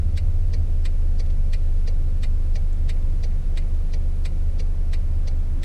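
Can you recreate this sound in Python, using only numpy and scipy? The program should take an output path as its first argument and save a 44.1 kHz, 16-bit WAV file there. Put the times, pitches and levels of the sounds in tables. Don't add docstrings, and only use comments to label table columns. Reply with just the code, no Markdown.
import sys
import numpy as np
from scipy import signal
from scipy.fft import rfft, irfft
from scipy.io import wavfile
from scipy.ndimage import uniform_filter1d

SR = 44100
rng = np.random.default_rng(int(sys.argv[2]) if len(sys.argv) > 2 else 0)


def store_pcm(level_fs):
    pcm = np.round(np.clip(level_fs, -1, 1) * 32767).astype(np.int16)
    wavfile.write(sys.argv[1], SR, np.atleast_2d(pcm).T)


N = 248724
TIME = np.arange(N) / SR


def amp(db):
    return 10 ** (np.asarray(db) / 20)

def unit(x):
    return x / np.sqrt(np.mean(x ** 2) + 1e-20)

def curves(rows):
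    times, *columns = np.transpose(rows)
    return [np.interp(TIME, times, column) for column in columns]

def add(mix, start_s, sound):
    part = mix[max(round(start_s * SR), 0):][:len(sound)]
    part += sound[:len(part)]

def noise(spectrum):
    hz, db = np.transpose(spectrum)
    f = np.fft.rfftfreq(N, 1 / SR)
    gain = amp(np.interp(np.log(f + 1), np.log(hz), db))
    return unit(irfft(rfft(rng.standard_normal(N)) * gain, N))

def drift(rate_hz):
    f = np.fft.rfftfreq(N, 1 / SR)
    return unit(irfft(rfft(rng.standard_normal(N)) * np.exp(-(f / rate_hz) ** 2), N))

def ring(x, modes, size=8192):
    hz, width, db = np.transpose(modes)
    f = np.fft.rfftfreq(size, 1 / SR)[:, None]
    power = (amp(db) ** 2 / (1 + ((f - hz) / width) ** 2) ** 2).sum(1)
    log_gain = .5 * np.log(power + 1e-10)
    phase = -signal.hilbert(np.r_[log_gain, log_gain[-2:0:-1]]).imag[:len(f)]
    return irfft(rfft(x, size) * np.exp(log_gain + 1j * phase))

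def scatter(envelope, passes=28):
    x = envelope * rng.standard_normal(len(envelope))
    for _ in range(passes):
        x = irfft(np.exp(1j * np.angle(rfft(x))), len(x))
        x = x * envelope / np.sqrt(abs(uniform_filter1d(x ** 2, size=100)) + 1e-16)
    return unit(x)

def burst(x, db):
    span = SR / 50
    return amp(db) * x * np.sqrt(span / np.sum(x ** 2))


# time in seconds, firing rate in Hz, throb and boom in dB.
IDLE_COURSE = [(0, 24.6, -24.5, -24.5), (.3, 24.9, -19, -28.5), (1.15, 25.03, -17, -27.5),
               (2.6, 24.93, -18, -29.5), (3.4, 24.86, -18.8, -28.5), (4.3, 24.88, -19.5, -29.5),
               (5.1, 24.95, -19.5, -28), (5.64, 24.65, -19.5, -29.5)]
# multiple of the firing rate, level in dB relative to the throb.
ENGINE_ORDERS = [(2, -22.5), (5, -35.5), (7, -40), (8, -38.5)]
# time in seconds, change of level in dB.
WEAK_FIRINGS = [(1.57, -2.5), (3.22, -2), (3.43, -5.5), (3.879, -2), (4.16, -3), (4.29, -4)]

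def engine(hunt_hz=.09, stumble_s=.02):
    firing_hz, throb_db, boom_db = curves(IDLE_COURSE)
    phase = 2 * np.pi * np.cumsum(firing_hz + hunt_hz * drift(4.7)) / SR
    throb = amp(throb_db) * (1 + .06 * drift(7)) * np.sin(phase)
    boom = amp(boom_db) * (1 + .11 * drift(10)) * np.sin(3 * phase)
    out = throb + boom
    for order, db in ENGINE_ORDERS:
        waver = 1 + .45 * drift(3)
        out += amp(throb_db + db) * waver * np.sin(order * phase + 2 * np.pi * rng.random())
    sag_db = sum(db * np.exp(-((TIME - s) / stumble_s) ** 2) for s, db in WEAK_FIRINGS)
    return np.sqrt(2) * amp(sag_db) * out

def hum(hz, wander_hz, db, flutter):
    phase = 2 * np.pi * np.cumsum(hz + wander_hz * drift(3.81)) / SR
    return np.sqrt(2) * amp(db) * (1 + flutter * drift(6.6)) * np.sin(phase)

# time in seconds, frequency in Hz.
DRONE_COURSE = [(0, 86.1), (.3, 89.73), (.45, 88.85), (.63, 83.1), (1.1, 88.3)]

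def body_drone(loud_db=-27, soft_db=-42.5, drop_s=.66, fade_s=.12):
    dropped = np.clip((TIME - drop_s) / fade_s, 0, 1)
    hz, = curves(DRONE_COURSE)
    db = loud_db + dropped * (soft_db - loud_db)
    return hum(hz, .2 + .78 * dropped, db, flutter=.05 + .54 * dropped)

# frequency in Hz, rms wander in Hz, level in dB.
PART_HUMS = [(118.6, 1.8, -54.5), (138.65, 1.437, -45.5), (336.3, 1.6, -58), (533, 4.12, -70.5)]

def accessories():
    return sum(hum(*row, flutter=.17) for row in PART_HUMS)


def flasher(first_s, first_late, blink_s=.68, timer_step_s=.02, late_every=5):
    times = np.arange(first_s, N / SR, blink_s)
    return times + timer_step_s * (np.arange(len(times)) % late_every == first_late)

# frequency in Hz, half width in Hz, level in dB.
DASHBOARD_MODES = [(452, 15.5, 1.5), (488, 44, 1.5), (598, 21, 2.5), (682, 22, -7.5), (775, 14.5, -3)]

def relay(times, modes, db, *, swing_db, swing_hz, swing_width_hz, swing_s, attack_s, panel_decay_s,
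          hold_s, treble_decay_s, tail_db, tail_decay_s, knock_db, knock_decay_s, variation):
    lead_s, panel_hz = .03, 2650
    t = np.arange(6144) / SR - lead_s
    after = np.maximum(t, 0)
    onset = 1 - np.exp(-after / attack_s) + 1e-5
    tail = amp(tail_db) * np.exp(-after / tail_decay_s)
    jolt = onset * (np.exp(-after / panel_decay_s) + tail)
    blow = onset * (np.exp(-np.maximum(after - hold_s, 0) / treble_decay_s) + tail)
    swing = np.exp(-abs(t) / swing_s)
    shudder = onset * np.exp(-after / knock_decay_s)
    panel_modes = [mode for mode in modes if mode[0] < panel_hz]
    treble_modes = [mode for mode in modes if mode[0] >= panel_hz]
    panel_paths, treble_paths, knock_paths = scatter(jolt), scatter(blow), scatter(shudder)
    out = np.zeros(N)
    for s in times:
        panel = ring(panel_paths + variation * scatter(jolt), panel_modes)
        treble = ring(treble_paths + variation * scatter(blow), treble_modes)
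        scrape = ring(scatter(swing), [(swing_hz, swing_width_hz, 0)])
        knock = ring(knock_paths + variation * scatter(shudder), DASHBOARD_MODES)
        stroke = burst(panel + treble, db) + burst(scrape, db + swing_db) + burst(knock, db + knock_db)
        add(out, s - lead_s, stroke)
    return out

# frequency in Hz, half width in Hz, level in dB.
CLOSING_MODES = [(1057, 40, -3.0), (1250, 70, -8.0), (1440, 50, -7.5), (1607, 45, -3.0), (1723, 50, -5.0),
                 (1864, 40, 0.5), (1948, 24, 5.5), (2072, 55, 2.5), (2275, 32, 2.5), (2380, 64, -1.0),
                 (2455, 42, 3.0), (2591, 59, -8.5), (2738, 50, -4.0), (2903, 110, -3.5), (3106, 121, -5.0),
                 (3349, 110, -7.0), (3617, 66, 1.0), (3800, 70, -1.5), (3971, 122, -0.5), (4270, 69, -8.0),
                 (4464, 125, -1.5), (4797, 77, -5.0), (5119, 180, -7.5), (5581, 180, -11.5),
                 (6188, 99, -13.5), (6390, 576, -16.5), (7760, 380, -9.0), (8210, 144, -10.0),
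                 (9101, 188, -14.0), (9655, 155, -17.0), (10737, 861, -23.5), (11944, 1089, -25.0)]

def ticks(closings):
    return relay(closings, CLOSING_MODES, db=-40.5, variation=.53,
                 swing_db=-9, swing_hz=3870, swing_width_hz=1800, swing_s=.0081,
                 attack_s=.00056, panel_decay_s=.01, hold_s=.008, treble_decay_s=.008,
                 tail_db=-26, tail_decay_s=.047, knock_db=-10, knock_decay_s=.015)

# frequency in Hz, half width in Hz, level in dB.
OPENING_MODES = [(1092, 99, -11.0), (1634, 36, -12.0), (1808, 45, -4.0), (1925, 36, 0.0), (2068, 36, -6.0),
                 (2251, 80, -2.0), (2441, 85, -5.0), (2721, 44, -8.0), (2839, 105, -7.5),
                 (3337, 206, -12.5), (3626, 58, -10.0), (4044, 64, -6.0), (4152, 67, -6.0),
                 (4512, 72, -2.0), (4692, 75, -3.5), (4887, 81, -4.5), (5172, 82, -11.0), (5516, 89, -11.0),
                 (5772, 144, -8.5), (6017, 96, -8.5), (6282, 152, -12.5), (6700, 107, -15.5),
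                 (7399, 657, -21.0), (8302, 169, -18.0), (8964, 442, -22.5), (10378, 473, -25.0)]

def tocks(openings):
    return relay(openings, OPENING_MODES, db=-45, variation=.61,
                 swing_db=-6.5, swing_hz=4500, swing_width_hz=1100, swing_s=.0082,
                 attack_s=.00037, panel_decay_s=.0042, hold_s=.007, treble_decay_s=.007,
                 tail_db=-15, tail_decay_s=.036, knock_db=0, knock_decay_s=.0267)


# frequency in Hz, relative density in dB.
BODY_SPECTRUM = [(10, -31), (16, -4), (20, 2), (23, -11), (30, 5), (39, 4.5), (44, 5), (49, -6.5), (55, 0),
                 (68, -3), (100, -7.5), (112, -9.5), (125, -8), (135, -13), (170, -14.5), (205, -19),
                 (245, -21), (290, -30), (400, -42.5), (900, -81)]
BAY_SPECTRUM = [(150, -20), (270, -3), (315, 0.5), (360, -3.5), (410, -2.5), (470, -0.5), (535, 0.5),
                (568, -3), (590, -3), (655, -9), (700, -3.5), (770, -10), (880, -18), (950, -17.5),
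                (2000, -64)]
AIR_SPECTRUM = [(200, -26), (800, 1.5), (1200, 3.5), (1900, 0), (2400, -0.5), (3200, -4.5), (4200, -5),
                (6200, -8), (7800, -11.5), (8700, -8), (10500, -10), (11500, -14.5), (13000, -17.5),
                (15000, -28)]
# time in seconds, rumble level in dB, hiss level in dB.
CABIN_SWELLS = [(0, -28, -57.5), (.9, -32, -57.5), (1.8, -31.5, -57), (2.4, -30, -57.5), (3.1, -30, -57),
                (4.2, -30.5, -57.5), (5.64, -32, -58)]

def cabin(closings, openings, roar_db=-50.5, lit_hiss_db=.3):
    lit = sum((TIME > on) & (TIME < off) for on, off in zip(closings, openings))
    rumble_db, hiss_db = curves(CABIN_SWELLS)
    rumble = amp(rumble_db) * noise(BODY_SPECTRUM)
    roar = amp(roar_db) * noise(BAY_SPECTRUM)
    hiss = amp(hiss_db + lit_hiss_db * lit) * noise(AIR_SPECTRUM)
    return rumble + roar + hiss

# frequency in Hz, relative density in dB.
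TYRE_SPECTRUM = [(100, -17), (280, 8), (500, -2), (1000, -5), (1400, -9.5), (2200, -14), (5000, -47)]

def approaching_car(nearest_s=5.555, nearest_db=-55, passing_s=.75):
    relative_distance = np.hypot(1, (TIME - nearest_s) / passing_s)
    return amp(nearest_db) * noise(TYRE_SPECTRUM) / relative_distance

# start in seconds, level in dB, centre and half width in Hz,
# rise and decay in seconds.
TOUCHES = [(1.255, -61, 2990, 2215, 0.0036, .01), (1.296, -56, 2900, 2600, 0.004, 0.012),
           (2.729, -62.5, 7300, 916, .0005, .004), (2.968, -61, 1985, 353, 0.0019, .008),
           (3.311, -60, 1910, 350, .002, .006), (3.62, -59, 2200, 595, .003, .012)]

def handling():
    t, out = np.arange(4096) / SR, np.zeros(N)
    for s, db, hz, width, rise, decay in TOUCHES:
        touch = (1 - np.exp(-t / rise)) * np.exp(-t / decay)
        add(out, s, burst(ring(scatter(touch), [(hz, width, 0)]), db))
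    return out

def low_note(start_s=5.534, length_s=.084, hz=263, db=-40):
    t, out = np.arange(0, length_s, 1 / SR), np.zeros(N)
    window = np.sin(np.pi * t / length_s) ** 2
    add(out, start_s, np.sqrt(2) * amp(db) * window * np.sin(2 * np.pi * hz * t))
    return out


def scene(first_closing_s=.1724, lit_s=.3436):
    closings = flasher(first_closing_s, first_late=3)
    openings = flasher(first_closing_s + lit_s, first_late=0)
    turn_signal = ticks(closings) + tocks(openings)
    idle = engine() + body_drone() + accessories()
    background = cabin(closings, openings) + approaching_car() + handling() + low_note()
    return (idle + turn_signal + background)[None]

def record(dry, cutoff_hz=15250):
    low_pass = signal.firwin(511, cutoff_hz, window=("kaiser", 9), fs=SR)
    return signal.oaconvolve(dry, low_pass[None], "same")


dry = scene()
out = record(dry)
store_pcm(out)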